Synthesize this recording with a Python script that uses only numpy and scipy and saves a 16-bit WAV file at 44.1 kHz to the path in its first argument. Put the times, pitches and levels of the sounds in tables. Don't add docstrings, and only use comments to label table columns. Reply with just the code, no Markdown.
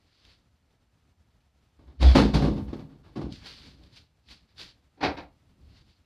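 import sys
import numpy as np
from scipy import signal
from scipy.fft import rfft, irfft, next_fast_len
from scipy.io import wavfile
from scipy.ndimage import map_coordinates

SR = 44100
rng = np.random.default_rng(int(sys.argv[2]) if len(sys.argv) > 2 else 0)


def dump(signal):
    limited = np.clip(np.atleast_2d(signal).T, -1, 1)
    pcm = np.round(limited * 32767).astype(np.int16)
    wavfile.write(sys.argv[1], SR, pcm)


N = 266805


def amp(db):
    return 10 ** (np.asarray(db) / 20)


def unit(x):
    return x / np.sqrt(np.mean(x ** 2) + 1e-20)


def along(points, hz):
    point_hz, values = np.transpose(points)
    return np.interp(np.log(hz + 1), np.log(point_hz), values)


def wobble(knots_per_s):
    return map_coordinates(rng.standard_normal(2000), [np.arange(N) * knots_per_s / SR], mode="wrap")


def swell(crest_s, half_width_s):
    return np.exp(-((np.arange(N) / SR - crest_s) / half_width_s) ** 2)


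def add(track, start_s, sound):
    part = track[max(round(start_s * SR), 0):][:len(sound)]
    part += sound[:len(part)]


def contact(hz, treble_db, bass_db):
    treble_share = along([(300, .047), (700, .44), (1800, .9), (6000, .78)], hz)
    bass_share = along([(80, 1), (140, .0083)], hz)
    return amp(treble_db * treble_share + bass_db * bass_share)


def noise(spectrum, size, treble_db=0, bass_db=0):
    hz = np.fft.rfftfreq(size, 1 / SR)
    bins = amp(along(spectrum, hz)) * np.exp(2j * np.pi * rng.random(len(hz)))
    return irfft(bins * contact(hz, treble_db, bass_db), size) / np.std(irfft(bins, size))


def running_gear(rumble_db=-67.5, roll_db=-76.5, rumble_throb_db=4.5, roll_throb_db=2.6):
    # crest in seconds, level in dB, half width in seconds.
    sways = [(.28, -65, .12), (2.6, -45.5, .33), (3.5, -53.5, 0.456), (4.3, -57, 0.065),
             (4.64, -55.5, 0.093), (5.18, -50, .12), (5.7, -58.5, 0.21)]
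    # frequency in Hz, spectral density in dB.
    rumble_spectrum = [(20, -24.5), (42, -7.5), (66, 0.5), (95, -4), (140, -9), (210, -13), (290, -15.5),
                       (420, -26), (900, -36), (3000, -55.5)]
    roll_spectrum = [(180, -32.5), (300, -12.5), (415, -2.5), (564, -4.5), (592, -2.5), (917, -4),
                     (1170, -7.5), (1270, -4), (1490, -7.5), (4560, -12), (14400, -30.5)]
    throb = np.tanh(wobble(28))
    sway_power = sum((amp(db) * swell(crest_s, width_s)) ** 2 for crest_s, db, width_s in sways)
    shake = np.sqrt(amp(rumble_db) ** 2 + sway_power)
    rumble = unit(noise(rumble_spectrum, N) * amp(rumble_throb_db * throb))
    roll = unit(noise(roll_spectrum, N) * amp(roll_throb_db * throb))
    return shake * rumble + amp(roll_db) * roll


def faint_hiss(level_db=-92):
    spectrum = [(3000, -36), (6000, -.5), (14000, -.5)]
    return amp(level_db) * np.array([noise(spectrum, N) for _ in range(2)])


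def rattles(count=45, softest_db=-82, range_db=8, t60_s=.27):
    spectrum = [(200, -6), (700, 0), (2000, -3), (4500, -2), (7000, -20)]
    out, t = np.zeros(N), np.arange(SR // 4) / SR
    for when, size in rng.random((count, 2)):
        tick = noise(spectrum, len(t)) * amp(-60 * t / t60_s)
        add(out, when * N / SR, amp(softest_db + range_db * size) * tick)
    return out


def scrapes(catch_db=.83, waver_db=1.3, stop_t60_s=.4):
    # hardest push in seconds, hiss in dB, grind re hiss in dB, 60 dB rise in seconds,
    # 60 dB fade in seconds, push to stop in seconds.
    strokes = [(.325, -61, -6.5, 1.1, 0.26, .15), (2.017, -35.5, -2.5, 0.0459, 1.27, .27),
               (2.346, -33.5, -12, .05, 0.3, .03), (3.326, -54, -11, 0.12, 0.36, .09),
               (3.47, -54.5, 5.5, 0.27, .3, .02), (3.474, -44, -9, 0.19, 0.66, .2),
               (3.665, -54.5, -8, 1, 0.47, .14), (3.842, -66, -5, 0.2, 0.94, .1),
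               (3.973, -53.5, -10, 0.22, .23, .12), (4.318, -48.5, -9.5, 0.14, 0.25, .14),
               (4.49, -73, -2, .08, 1.1, .08), (4.597, -42.5, -8.5, 0.0734, .42, .1),
               (5.775, -64, -5.5, 0.55, 0.4, 0.055), (5.905, -67.5, -11, 0.5, 0.4, .08)]
    # frequency in Hz, spectral density in dB.
    hiss_spectrum = [(1200, -25), (2400, -7.5), (3400, -3.5), (4600, 0), (5600, -12), (7200, -22.5),
                     (11000, -30), (14500, -39)]
    grind_spectrum = [(150, -9.5), (300, 4.5), (700, -1.5), (1600, 2), (2400, -0.5), (3500, -12.5),
                      (7000, -40)]
    hiss_gain, grind_gain = np.zeros((2, N))
    for push_s, db, grind_db, rise_s, fade_s, stop_s in strokes:
        t = np.arange(N) / SR - push_s
        slope_db = 60 * np.maximum(-t / rise_s, t / fade_s)
        stopped_db = 60 * np.maximum(t - stop_s, 0) / stop_t60_s
        push = amp(db - slope_db - stopped_db)
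        hiss_gain = np.maximum(hiss_gain, push)
        grind_gain = np.maximum(grind_gain, amp(grind_db) * push)
    slips = unit(amp(catch_db * wobble(520) + waver_db * wobble(60)))
    return slips * (hiss_gain * noise(hiss_spectrum, N) + grind_gain * noise(grind_spectrum, N))


def clicks(cab_db=-17, cab_t60_s=.51, rise_s=.00074):
    # start in seconds, level in dB, pitch in Hz, t60 in seconds.
    snaps = [(0.25, -51, 3920, 0.022), (2.027, -15, 795, 0.0084), (2.029, -27.5, 3920, 0.025),
             (3.324, -35.5, 4644, 0.0095), (3.358, -45, 3800, 0.02), (3.835, -56, 4180, .03),
             (3.961, -54, 4500, .04), (4.286, -51, 3600, .03), (4.581, -46, 4230, 0.033)]
    out, t = np.zeros(N), np.arange(SR // 2) / SR
    attack = 1 - np.exp(-(t / rise_s) ** 2)
    for start_s, db, hz, t60_s in snaps:
        spectrum = [(hz / 8, -20), (hz / 2, -7), (hz, 0), (hz * 1.6, -19), (hz * 3, -36), (hz * 12, -70)]
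        fade = amp(-60 * t / t60_s) + amp(cab_db - 60 * t / cab_t60_s)
        add(out, start_s, amp(db) * noise(spectrum, len(t)) * fade * attack)
    return out


def rebounding(blows, gap_s, loss_db, dulling_db, rebound_rise_s=.005):
    return [(start_s + k * gap_s, db - k * loss_db, treble_db - k * dulling_db, bass_db,
             rebound_rise_s if k else rise_s, ring)
            for start_s, db, treble_db, bass_db, rise_s, ring, count in blows
            for k in range(round(count))]


def blow(spectrum, decay, modes, treble_db, bass_db, rise_s, ring):
    t = np.arange(SR) / SR
    hz, frame_s, bands = signal.stft(noise(spectrum, SR, treble_db, bass_db), SR, nperseg=256)
    band_t60_s = ring * along(decay, hz)[:, None]
    dense = signal.istft(bands * amp(-60 * frame_s / band_t60_s), SR, nperseg=256)[1][:SR]
    mode_hz, db, t60_s = np.transpose(modes)[:, :, None]
    t60_s = ring * np.minimum(t60_s, 1.5 * along(decay, mode_hz))
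    strength = amp(db + rng.standard_normal(mode_hz.shape)) * contact(mode_hz, treble_db, bass_db)
    phase = 2 * np.pi * (mode_hz * t + rng.random(mode_hz.shape))
    tones = strength * amp(-60 * t / t60_s) * np.sin(phase)
    return (dense + tones.sum(0)) * (1 - np.exp(-(t / rise_s) ** 2))


def struck(contacts, spectrum, decay, modes, ripple_db=1.5, chatter_db=1):
    hz = np.r_[np.geomspace(20, 600, 40), np.arange(660, SR / 2, 60)]
    ripple = ripple_db * rng.standard_normal(len(hz)) * (hz > 600)
    response = np.c_[hz, along(spectrum, hz) + ripple]
    out = np.zeros(N)
    for start_s, db, treble_db, bass_db, rise_s, ring in contacts:
        add(out, start_s, amp(db) * blow(response, decay, modes, treble_db, bass_db, rise_s, ring))
    return out * amp(chatter_db * wobble(320))


def body_knocks():
    # start in seconds, level, treble and bass in dB, rise in seconds, t60 factor, contacts.
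    knocks = [(1.785, -54.5, -5, 9, .008, .6, 2), (1.86, -57.5, 0.5, 0, 0.017, 1.03, 2),
              (1.995, -26, -2, 12, .025, 1.1, 1), (2.146, -11.5, 2.5, -8, 0.0095, .58, 4),
              (2.33, -17.5, -4, -0.5, .016, .8, 1), (2.408, -18, -8, 0, .014, 0.7, 4),
              (2.553, -30, -9, -3, 0.019, 0.65, 1), (2.668, -42.5, 0.5, -8, .018, 0.66, 1),
              (2.726, -35.5, -7, -10, .0025, .5, 2), (2.784, -36.5, -10, -6, 0.0087, 0.58, 1),
              (2.885, -55, -3, 0, .012, 1.12, 2), (3.025, -56, 7, 6, .022, .9, 3),
              (3.152, -28.5, -7, -14, 0.012, 0.58, 1), (3.213, -32.5, -10.5, -10, .002, .5, 3),
              (3.63, -53, -18, -4, .015, 0.96, 2), (3.78, -58, -12, -4, .012, 1.1, 3)]
    # frequency in Hz, spectral density in dB.
    spectrum = [(25, -34.5), (45, -10), (70, -6.5), (125, -7.5), (190, -8), (295, -4.5), (420, -13),
                (700, -15.5), (1100, -19), (1700, -23), (2400, -27.5), (4500, -27), (6000, -39.5),
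                (7500, -46.5), (11000, -51.5), (14500, -65)]
    # frequency in Hz, base t60 in seconds.
    decay = [(60, 1), (300, .5), (1200, 0.41), (4500, 0.45), (7000, 0.43), (12000, 0.35)]
    # frequency in Hz, base level in dB, base t60 in seconds.
    modes = [(61, -13, .8), (98, -14, 0.72), (139.4, -9, 0.8), (154.55, -11.5, 1), (208.3, -12, 1),
             (268.5, -6, 0.64), (321.5, -2, 0.26), (364, -16, 0.72), (422, -13.5, 0.35), (483, -17, 0.82),
             (562.4, -11.5, 0.45), (656, -21, 0.96), (730, -23, 0.31), (894, -18, 0.94),
             (1082, -16.5, 0.19), (1124, -19.5, 0.17), (1210, -21.5, 0.19), (1453, -23, 0.3),
             (1544, -22.5, 0.22), (2170, -21, 0.18), (3350, -26.5, 0.19), (4460, -24, 0.21)]
    return struck(rebounding(knocks, gap_s=.0335, loss_db=3.5, dulling_db=5), spectrum, decay, modes)


def coupling_booms(boom_hz=65.2, swing_hz=57, gap_s=.099, swing_width_s=.044, drop_db=12, loss_db=1.6):
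    # crest in seconds, peak in dB, half width in seconds, after-swings (rounded).
    surges = [(1.895, -44, 0.024, 2), (2.077, -6.5, 0.046, 4.5), (2.696, -29.5, .016, 0.5),
              (3.26, -33.5, 0.022, 0.5)]
    pulls = []
    for crest_s, db, width_s, swings in surges:
        pulls.append((crest_s, db, boom_hz, width_s))
        for k in range(1, round(swings) + 1):
            pulls.append((crest_s + k * gap_s, db - drop_db - k * loss_db, swing_hz, swing_width_s))
    t = np.arange(N) / SR
    return -sum(amp(db) * swell(crest_s, width_s) * np.cos(2 * np.pi * hz * (t - crest_s))
                for crest_s, db, hz, width_s in pulls)


def squeak(crest_s=2.087, half_width_s=.037, pitch_hz=3420, glide_per_s=-.65, peak_db=-37, jitter=.02):
    t = np.arange(N) / SR - crest_s
    hz = pitch_hz * (1 + glide_per_s * t + jitter * wobble(400))
    return amp(peak_db) * swell(crest_s, half_width_s) * np.sin(2 * np.pi * np.cumsum(hz) / SR)


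def thuds(gap_s=.024, loss_db=.6, pitch_scatter=.16):
    # first peak in seconds, its level in dB, pitch in Hz, contacts.
    runs = [(2.255, -11, 337, 1), (2.733, -26, 237, 2), (3.172, -24.5, 244, 5), (3.323, -29.5, 174, 1)]
    out, t = np.zeros(N), np.arange(N) / SR
    for first_s, db, hz, count in runs:
        for k in range(round(count)):
            pitch_hz = hz * np.exp(pitch_scatter * rng.standard_normal())
            phase_sq = (np.pi * pitch_hz * (t - first_s - k * gap_s)) ** 2
            out += amp(db - k * loss_db) * (2 * phase_sq - 1) * np.exp(-phase_sq)
    return out


def door_slam():
    # start in seconds, level, treble and bass in dB, rise in seconds, t60 factor, contacts.
    slams = [(4.968, -50, -11, 0, .014, 1, 1), (5.003, -33, 1.5, 2, .011, 1, 1),
             (5.024, -20.5, 1.5, 0, .008, .8, 4), (5.163, -34, .5, 4, .013, .85, 1)]
    # frequency in Hz, spectral density in dB.
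    spectrum = [(25, -44), (65, -7), (150, -13), (285, -6.5), (430, -9.5), (770, -7), (1300, -14),
                (2300, -12.5), (3100, -20.5), (3900, -17), (4700, -20.5), (6000, -33), (7500, -51.5),
                (11000, -54.5), (14500, -73)]
    # frequency in Hz, base t60 in seconds.
    decay = [(100, .33), (600, .33), (2000, .25), (5000, .23), (12000, .21)]
    # frequency in Hz, base level in dB, base t60 in seconds.
    modes = [(289.5, -0.5, 0.24), (385, -14.5, 0.24), (525, -14.5, 0.41), (756, -16.5, 0.22),
             (765, -8, 0.28), (930, -5.5, 0.19), (1179, -18, 0.36), (1390, -13.5, 0.26), (1955, -22, 0.32),
             (4150, -20, 0.15)]
    return struck(rebounding(slams, gap_s=.0175, loss_db=3, dulling_db=3), spectrum, decay, modes)


def treble_width(mid):
    # frequency in Hz, side gain in dB.
    width = [(500, -88), (2300, -65), (4200, -32), (5500, -11.5), (7600, -4.5), (11000, -3), (14000, -1)]
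    hz, _, bands = signal.stft(mid, SR, nperseg=256)
    side_bands = bands * np.exp(2j * np.pi * rng.random(bands.shape)) * amp(along(width, hz))[:, None]
    side = signal.istft(side_bands, SR, nperseg=256)[1][:N]
    return np.array([mid + side, mid - side])


def scene():
    body = coupling_booms() + body_knocks() + thuds()
    door = door_slam()
    fittings = clicks() + squeak() + scrapes() + rattles()
    return treble_width(body + door + fittings + running_gear()) + faint_hiss()


def record(dry):
    ceiling, top_hz = .72, 14300
    rounded = dry / (1 + (dry / ceiling) ** 6) ** (1 / 6)
    size = next_fast_len(N + SR // 2)
    passband = np.fft.rfftfreq(size, 1 / SR) < top_hz
    return irfft(rfft(rounded, size) * passband, size)[:, :N]


dry = scene()
out = record(dry)
dump(out)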